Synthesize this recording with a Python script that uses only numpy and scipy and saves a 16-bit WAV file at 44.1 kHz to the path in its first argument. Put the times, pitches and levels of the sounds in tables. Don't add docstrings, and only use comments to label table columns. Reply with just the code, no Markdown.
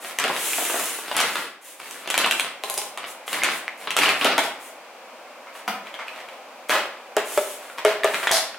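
import sys
import numpy as np
from scipy import signal
from scipy.fft import rfft, irfft, next_fast_len
from scipy.io import wavfile

SR = 44100
rng = np.random.default_rng(int(sys.argv[2]) if len(sys.argv) > 2 else 0)


def unload_wav(signal):
    wavfile.write(
        sys.argv[1],
        SR,
        np.round(np.clip(np.atleast_2d(signal).T, -1, 1) * 32767).astype(np.int16),
    )


N = 378378
TIME = np.arange(N) / SR


def from_db(db):
    return 10 ** (np.asarray(db) / 20)


def rms_one(x):
    return x / np.sqrt(np.mean(x ** 2) + 1e-20)


def at_hz(points, hz):
    f, value = np.transpose(points)
    return np.interp(np.log(np.maximum(hz, 1)), np.log(f), value)


def add(track, s, sound):
    start = int(np.clip(round(s * SR), 0, N - 1))
    track[start:start + len(sound)] += sound[:N - start]


def colour(x, spectrum, size=4096):
    cepstrum = irfft(np.log(from_db(at_hz(spectrum, np.fft.rfftfreq(size, 1 / SR)))))
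    cepstrum[1:size // 2] *= 2
    cepstrum[size // 2 + 1:] = 0
    response = irfft(np.exp(rfft(cepstrum)))
    return signal.oaconvolve(x, response / np.linalg.norm(response))[:N]


def low_cut(x, hz):
    return signal.sosfilt(signal.butter(3, hz, "high", fs=SR, output="sos"), x + 1e-18)


def fade(t, t60):
    return np.exp(-np.log(1000) * t / t60)


def ring(hz, t60):
    t = TIME[:int(1.5 * t60 * SR) + 2]
    return np.sin(2 * np.pi * hz * t) * fade(t, t60)


def contacts(rows, t60):
    out, t = np.zeros(N), TIME[:SR // 10]
    shape = fade(t, t60)
    for (s, db), noise in zip(rows, rng.standard_normal((len(rows), len(t)))):
        add(out, s, from_db(db) * rms_one(noise * shape) * np.sqrt(np.mean(shape ** 2)))
    return out


def grains(per_s, spread_db):
    sizes = from_db(spread_db * np.minimum(rng.exponential(1, N), 4)) * rng.choice([-1, 1], N)
    return rms_one(sizes * (rng.random(N) < per_s / SR))


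def strokes(rows, attack_s, release_t60):
    power = np.zeros(N)
    for s, db, length in rows:
        t = TIME[:int((length + release_t60) * SR)]
        release = fade(np.maximum(t - length, 0), release_t60)
        add(power, s, (from_db(db) * np.minimum(t / attack_s, 1) * release) ** 2)
    return np.sqrt(power)


def swells(rows):
    power = np.zeros(N)
    for s, db, length in rows:
        speed = np.abs(np.sin(np.pi * TIME[:int(length * SR)] / length))
        add(power, s, (from_db(db) * speed ** 0.52) ** 2)
    return np.sqrt(power)


def surges(rows, rise_s):
    power, t = np.zeros(N), TIME[:SR // 2]
    for s, db, length in rows:
        add(power, s, (from_db(db) * (1 - np.exp(-t / rise_s)) * np.exp(-(t / length) ** 2)) ** 2)
    return np.sqrt(power)


def jerks(depth_db, per_s):
    draws = rng.standard_normal(2000)
    return from_db(depth_db * np.interp(TIME * per_s, np.arange(len(draws)), draws))


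# f/Hz, side minus mid/dB
ROOM_WIDTH = [(120, -44), (250, -29), (500, -19.5), (1000, -10.5), (2000, -9.5), (4200, 1.5), (8000, 0),
              (14000, -1.5)]
def diffuse(mid, side):
    size = next_fast_len(len(side))
    width = from_db(at_hz(ROOM_WIDTH, np.fft.rfftfreq(size, 1 / SR)))
    side = irfft(rfft(side, size) * width, size)[:len(mid)]
    return np.array([mid + side, mid - side])


# f/Hz, level/dB
ROOM_TONE_EQ = [(29, -102), (50, -59), (167, -28), (246, -11.5), (418, -13), (520, -1.5), (661, -3),
                (802, -2), (863, -7), (950, -5.5), (1540, -11), (1820, -14.5), (2380, -11), (3670, -22.5),
                (16000, -37)]
def room_tone():
    mid, side = [colour(noise, ROOM_TONE_EQ) for noise in rng.standard_normal((2, N))]
    dip = np.exp(-((TIME - 1.2) / 0.7) ** 2)
    return from_db(-44 - 13 * dip) * diffuse(mid, side)


# t/s, level/dB, length/s
BAG_SQUEEZES = [(0.02, -36, 0.13), (0.18, -26, 0.2), (0.45, -34, 0.88), (1.14, -23.5, 0.1),
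                (1.34, -39, 0.078), (1.79, -37, 0.29), (2.07, -31, 0.23), (2.39, -30.5, 0.078),
                (2.63, -40, .06), (2.97, -35.5, 0.076), (3.29, -29, 0.15), (3.43, -22, 0.093),
                (3.8, -36, .3), (4.2, -22.5, 0.13)]
BAG_RUBS = [(0.0, -39, 0.13), (1.07, -38.5, .4), (1.61, -44.5, .15), (1.76, -45, 0.3), (2.27, -39.5, .2),
            (2.62, -41, 0.28), (3.06, -40, .07), (3.26, -35.5, 0.14), (3.49, -38, 0.11), (3.77, -46, 0.1),
            (3.99, -43, .16), (4.17, -37.5, 0.12), (4.36, -41, 0.14), (4.59, -46, .13)]
KIBBLE_SLUMPS = [(.19, -27, 0.087), (1.163, -22, 0.11), (1.35, -28, 0.098), (2.143, -22.5, 0.025),
                 (2.185, -20, 0.07), (2.312, -31, 0.04), (3.325, -32.5, 0.11), (3.432, -26.5, 0.048),
                 (3.966, -20, 0.051), (4.005, -18, 0.12), (4.246, -16, 0.04), (4.372, -19, 0.011),
                 (4.379, -19, 0.027), (4.43, -23, 0.026)]
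# t/s, level/dB
BAG_DRAG = [(0.2, -51), (0.45, -27), (0.89, -30.5), (1.06, -43.5)]
# t/s, level/dB
BAG_BUMPS = [(.244, -13.5), (.3, -14.5), (.582, -18), (.698, -16), (.741, -16.5), (.8, -29), (.988, -25),
             (4.251, -11), (4.383, -11.5)]
# f/Hz, level/dB
BAG_EQ = [(29, -87), (50, -66), (91, -31), (122, -16), (252, -3), (371, -1), (783, 1), (973, 0.5),
          (1300, 4), (1500, 2), (2560, 1.5), (3180, -2.5), (5270, -10.5), (10100, -40.5), (16000, -29)]
SLIDE_EQ = [(40, -55), (150, -28), (330, 0), (650, -6.5), (1200, -2.5), (3000, 0.5), (4800, -8.5),
            (7000, -0.5), (10000, 1.5), (13500, -6), (16000, -8)]
TICK_EQ = [(3000, -19.5), (5000, -1.5), (7500, 2), (10500, 0.5), (13000, -6), (16000, -16)]
BUMP_EQ = [(40, -48), (110, -30), (250, -4), (400, 0), (700, 7.5), (1300, -3), (3000, -8.5), (8000, -64)]
def bag_rustle():
    crumple = strokes(BAG_SQUEEZES, attack_s=0.0082, release_t60=0.18) * jerks(depth_db=2, per_s=28)
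    fine_folds = from_db(-8) * grains(per_s=1200, spread_db=4)
    single_folds = from_db(-11) * grains(per_s=65, spread_db=4)
    crackle = crumple * (fine_folds + single_folds)
    load = surges(KIBBLE_SLUMPS, rise_s=0.0025)
    slump = from_db(-2.5) * load * grains(per_s=1300, spread_db=3.5)
    crinkle = from_db(-17) * load * grains(per_s=200, spread_db=1.5)
    drag_s, drag_db = np.transpose(BAG_DRAG)
    gate = (TIME > drag_s[0] - 0.05) & (TIME < drag_s[-1] + 0.05)
    drag = from_db(np.interp(TIME, drag_s, drag_db)) * gate
    hiss = np.hypot(drag, swells(BAG_RUBS)) * grains(per_s=11000, spread_db=4.5)
    bumps = colour(contacts(BAG_BUMPS, t60=0.027), BUMP_EQ)
    return colour(crackle + slump, BAG_EQ) + colour(crinkle, TICK_EQ) + colour(hiss, SLIDE_EQ) + bumps


# f/Hz, level/dB
CRACK_EQ = [(60, -62), (150, -19.5), (300, -5.5), (700, 1), (1200, -1), (3000, 4.5), (4200, -2.5),
            (5500, -26.5), (16000, -37)]
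def snaps(rows, ring_db, body_db, tick_db, ring_t60):
    panel = np.zeros(N)
    for s, db, hz, bright in rows:
        add(panel, s, from_db(db) * ring(hz, ring_t60))
    body = colour(contacts([(s, db) for s, db, hz, bright in rows], t60=0.022), CRACK_EQ)
    tick = colour(contacts([(s, bright) for s, db, hz, bright in rows], t60=0.012), TICK_EQ)
    return from_db(ring_db) * low_cut(panel, hz=444) + from_db(body_db) * body + from_db(tick_db) * tick


# t/s, level/dB, f/Hz, tick level/dB
BAG_CREASES = [(0.187, -13, 1960, -19.5), (0.24, -10, 1400, -28), (0.28, -16.5, 1280, -33),
               (0.364, -19, 1960, -30), (0.533, -17.5, 2500, -28), (0.652, -16, 2380, -24),
               (0.797, -23, 1080, -26), (1.114, -14.5, 1010, -35), (1.166, -15.5, 1230, -16.5),
               (1.19, -13, 3240, -32), (1.203, -12, 1130, -20.5), (1.212, -12.5, 1290, -22),
               (1.356, -14.5, 1390, -31), (1.8, -27, 1240, -40), (1.91, -32, 3180, -31.5),
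               (2.075, -17, 3030, -32), (2.102, -13, 2960, -21.5), (2.142, -11.5, 1510, -27),
               (2.178, -7, 3080, -15.5), (2.245, -11.5, 2700, -42), (2.262, -10.5, 1150, -25.5),
               (2.311, -7.5, 3090, -19.5), (2.397, -14.5, 2470, -20), (2.975, -21, 1170, -33.5),
               (3.042, -22, 1050, -55), (3.279, -20.5, 1230, -37), (3.33, -13, 2740, -25),
               (3.435, -9.5, 2430, -18.5), (3.448, -14.5, 1290, -34), (3.873, -15, 1060, -46),
               (3.906, -14.5, 2670, -26.5), (3.966, -7.5, 1310, -18), (3.988, -8, 2500, -17.5),
               (4.034, -7.5, 2500, -24), (4.091, -7.5, 2490, -25), (4.212, -11.5, 2670, -38),
               (4.246, -9.5, 2730, -22), (4.38, -9, 1210, -19.5)]
def bag_creases(mean_lag_s=0.011, after_db=-8):
    luck = rng.uniform(-1, 1, (len(BAG_CREASES), 2))
    neighbours = [(s + mean_lag_s * (1 + late / 2), db + after_db, hz * 2 ** (shift / 2), tick + after_db)
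                  for (s, db, hz, tick), (late, shift) in zip(BAG_CREASES, luck)]
    return snaps(list(BAG_CREASES) + neighbours, ring_db=0, body_db=-5.5, tick_db=3, ring_t60=0.01)


# t/s, level/dB, length/s
BAG_JUDDERS = [(0.58, -35, 0.042), (0.69, -34.5, 0.09)]
def bag_judder():
    slipping = strokes(BAG_JUDDERS, attack_s=0.012, release_t60=0.1)
    return colour(slipping * grains(per_s=260, spread_db=1.5), BUMP_EQ)


# t/s, level/dB, f/Hz, t60/s
WALL_POPS = [(2.3973, -4.5, 2400, 0.0062), (3.419, -15, 2100, 0.043), (3.6802, -8, 2120, 0.0047),
             (4.059, -6, 2900, .011)]
def bag_pops():
    out = np.zeros(N)
    for s, db, hz, t60 in WALL_POPS:
        add(out, s, from_db(db) * ring(hz, t60))
    return low_cut(out, hz=596)


# t/s, knock level/dB, tick level/dB
CLIP_BOUNCES = [(2.637, -16.5, -27), (2.699, -21.5, -18.5), (2.741, -30, -22.5), (2.7767, -22, -21),
                (2.779, -24, -17), (2.785, -24.5, -24), (2.817, -23, -32)]
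# f/Hz, level/dB, t60/s
BAG_CLIP_MODES = [(416, -11, 0.064), (595, -7, 0.047), (797, -5, 0.039), (1044, -6.5, 0.059),
                  (2670, 10, 0.0022), (4040, -0.5, 0.0087)]
def bag_clip():
    knock = np.zeros(N)
    scatter_db = 0.62 * rng.standard_normal((len(CLIP_BOUNCES), len(BAG_CLIP_MODES)))
    for (s, db, bright), scatter in zip(CLIP_BOUNCES, scatter_db):
        for k, (hz, mode_db, t60) in enumerate(BAG_CLIP_MODES):
            add(knock, s, (-1) ** k * from_db(db + mode_db + scatter[k]) * ring(hz, t60))
    tick = colour(contacts([(s, bright) for s, db, bright in CLIP_BOUNCES], t60=0.0078), TICK_EQ)
    return from_db(-4) * low_cut(knock, hz=250) + from_db(3) * tick


# t/s, level/dB, length/s
SHELF_SCRAPES = [(5.468, -35, 0.015), (5.845, -41, 0.024), (5.988, -27.5, 0.025)]
# t/s, level/dB
DOOR_KNOCK = [(5.678, -12.5)]
# f/Hz, level/dB
SHELF_EQ = [(150, -59), (500, -5), (950, 3.5), (2200, 0.5), (3500, -13.5), (8000, -25), (16000, -44)]
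DOOR_EQ = [(50, -48), (130, -39), (200, -2.5), (255, 0.5), (360, -5), (590, -8), (710, 9), (790, -4),
           (1350, -3.5), (2600, -8.5), (4400, -16.5), (8000, -23.5), (16000, -24)]
def cupboard():
    knock = from_db(-3.5) * colour(contacts(DOOR_KNOCK, t60=0.052), DOOR_EQ)
    scrape = surges(SHELF_SCRAPES, rise_s=0.0023) * grains(per_s=680, spread_db=-0.5)
    return knock + colour(scrape, SHELF_EQ)


# t/s, level/dB, length/s
CANISTER_SCUFFS = [(5.53, -49.5, 0.085), (6.685, -32, 0.044), (7.24, -34.5, 0.2), (7.35, -38, .23),
                   (7.48, -50.5, 0.31), (8.04, -40, 0.29)]
KIBBLE_ROLLS = [(5.54, -36.5, 0.025), (5.84, -44, 0.062), (6.06, -41.5, 0.15), (6.27, -47, 0.07),
                (7.28, -43, 0.12), (7.58, -44.5, 0.069), (8.07, -37.5, 0.31)]
KIBBLE_RATTLES = [(5.94, -31, 0.013), (6.693, -13, 0.0072), (6.7, -14.5, 0.06), (6.72, -22.5, 0.088),
                  (7.167, -22.5, 0.038), (7.776, -29, 0.022), (7.85, -22.5, 0.082), (8.044, -20, 0.032),
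                  (8.135, -23, 0.022), (8.228, -25, 0.012)]
# f/Hz, level/dB
KIBBLE_EQ = [(40, -55), (90, -47), (145, -25), (230, -15.5), (363, -10.5), (607, 1), (715, -2.5),
             (1250, -1), (2500, -3.5), (4000, -12.5), (5600, -19), (9500, -23), (16000, -29)]
def kibble_in_canister():
    roll = strokes(KIBBLE_ROLLS, attack_s=0.013, release_t60=0.22)
    rattle = surges(KIBBLE_RATTLES, rise_s=0.0011)
    pellets = from_db(-2.5) * (roll + rattle) * grains(per_s=1700, spread_db=4.5)
    scuff = from_db(-1.5) * swells(CANISTER_SCUFFS) * grains(per_s=9000, spread_db=2.5)
    return colour(pellets, KIBBLE_EQ) + colour(scuff, SLIDE_EQ)


# t/s, level/dB, f/Hz, tick level/dB
PLASTIC_TICKS = [(5.87, -32, 2400, -53), (5.941, -30, 3210, -60), (6.082, -25.5, 2530, -44),
                 (6.287, -31.5, 2330, -49), (7.699, -30, 1430, -57), (8.0345, -14.5, 1860, -32),
                 (8.144, -21, 1550, -31), (8.545, -32, 1410, -51)]
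def plastic_ticks():
    return snaps(PLASTIC_TICKS, ring_db=2, body_db=-6, tick_db=2, ring_t60=0.014)


# t/s, level/dB, lowest mode trim/dB, tuning/ratio, ring length/ratio
CANISTER_HITS = [(7.1666, -14, 6, 1.02, 0.45), (7.3753, -15, -9.5, 0.96, 1.1),
                 (7.8493, -13.5, 0, 1.02, 1.46), (8.0443, -14, -1, 1.02, 0.62)]
# f/Hz, level/dB, t60/s
CANISTER_MODES = [(413.6, -3.5, 0.24), (625.6, 3, 0.12), (557, -9, 0.077), (860, -13.5, 0.1),
                  (1180, -7, 0.048), (1360, -5.5, 0.041), (1790, -5.5, 0.022), (2130, -11, 0.045),
                  (2400, -14, 0.034), (2770, -14, 0.041), (2990, -10.5, 0.034), (7620, -15, 0.036)]
# f/Hz, level/dB
CLUNK_EQ = [(50, -43), (150, -30), (300, -11), (420, 5), (630, 0), (800, 1), (2000, -13), (3200, -8.5),
            (5000, -26), (16000, -51)]
def canister_knocks():
    box = np.zeros(N)
    scatter_db = 2.5 * rng.standard_normal((len(CANISTER_HITS), len(CANISTER_MODES)))
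    for (s, db, low_db, tuning, length), scatter in zip(CANISTER_HITS, scatter_db):
        scatter[:2] = low_db, 0
        for k, (hz, mode_db, t60) in enumerate(CANISTER_MODES):
            add(box, s, (-1) ** k * from_db(db + mode_db + scatter[k]) * ring(hz * tuning, t60 * length))
    blows = [(s, db) for s, db, *rest in CANISTER_HITS]
    clunk = from_db(-3.5) * colour(contacts(blows, t60=0.095), CLUNK_EQ)
    crack = from_db(-5) * colour(contacts(blows, t60=0.014), TICK_EQ)
    return low_cut(box, hz=217) + clunk + crack


# t/s, level/dB
LID_CLACKS = [(8.271, -8), (8.277, -20), (8.293, -16), (8.31, -12.5)]
COUNTER_THUMP = [(8.311, -16)]
CATCH_SNAP = [(8.3145, -12)]
# f/Hz, level/dB
CLACK_EQ = [(88, -68), (150, -63), (315, -18), (484, -13.5), (649, -0.5), (1020, -8.5), (1690, 1),
            (2810, -12), (3420, -2), (4160, -14), (4490, -22), (7620, -22), (16000, -45)]
THUMP_EQ = [(30, -11), (150, -7), (600, 8), (2000, -27), (8000, -50)]
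def lid():
    clack = from_db(-4.5) * colour(contacts(LID_CLACKS, t60=0.04), CLACK_EQ)
    thump = colour(contacts(COUNTER_THUMP, t60=0.005), THUMP_EQ)
    snap = colour(contacts(CATCH_SNAP, t60=0.01), TICK_EQ)
    return clack + thump + snap


# t/s, level/dB, length/s
LID_RUBS = [(8.315, -17.5, 0.025), (8.332, -20, 0.062)]
# f/Hz, level/dB
RASP_EQ = [(71, -73), (120, -51), (295, -18), (557, -14), (630, 4.5), (698, 0), (1070, -8.5), (1680, -7),
           (1830, -6.5), (2430, -11), (4500, -5.5), (7500, -12), (11100, -12), (16000, -27)]
def lid_rasp():
    return colour(surges(LID_RUBS, rise_s=0.0035) * grains(per_s=9900, spread_db=5), RASP_EQ)


# f/Hz, t60/s
ROOM_DECAY = [(200, 0.56), (550, 0.51), (1400, 0.56), (3700, 0.48), (10000, 0.32), (16000, 0.37)]
def kitchen_echo(gap_s=0.0029, build_s=0.0033, early_db=2, early_t60=0.049, bands=12):
    t = TIME[:2 * (SR // 3)]
    hz = np.fft.rfftfreq(len(t), 1 / SR)
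    edges = np.r_[0, np.geomspace(150, SR / 2, bands)]
    walls = rfft(rng.standard_normal((2, len(t))) * (1 + from_db(early_db) * fade(t, early_t60)))
    tail = sum(irfft(walls * (hz >= lo) * (hz < hi)) * fade(t, at_hz(ROOM_DECAY, (lo + hi) / 2))
               for lo, hi in zip(edges, edges[1:]))
    mid, side = tail * np.clip((t - gap_s) / build_s, 0, 1)
    return diffuse(mid, side) / np.linalg.norm(mid)


def kitchen(x, moves_per_s=45, spots=9):
    times = np.arange(0, N / SR + 1, 1 / moves_per_s)
    draws = rng.standard_normal((spots, 1000))[:, :len(times)]
    shares = np.array([np.interp(TIME, times, row) for row in draws])
    shares /= np.linalg.norm(shares, axis=0)
    return sum(signal.oaconvolve((x * share)[None], kitchen_echo(), axes=1)[:, :N] for share in shares)


def scene():
    creases, ticks = bag_creases(), plastic_ticks()
    # sound, direct level/dB, reverb send/dB
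    sources = [(bag_rustle() + bag_judder(), -2.5, -3), (creases, 0, -2.5), (bag_pops(), 0, -6),
               (bag_clip(), 0, -1), (cupboard(), -3, -1), (kibble_in_canister(), -1.5, -1.5),
               (ticks, 0, -1.5), (canister_knocks(), -1, -8), (lid(), 0, -4), (lid_rasp(), -1.5, -3)]
    direct = sum(from_db(direct_db) * sound for sound, direct_db, send_db in sources)
    send = sum(from_db(send_db) * sound for sound, direct_db, send_db in sources)
    return (direct + kitchen(send) + room_tone()) * from_db([[0.25], [-0.25]])


def record(dry):
    rounded = 0.96 * np.tanh(dry / 0.86)
    return signal.sosfilt(signal.ellip(10, 0.1, 80, 16000, fs=SR, output="sos"), rounded)


dry = scene()
out = record(dry)
unload_wav(out)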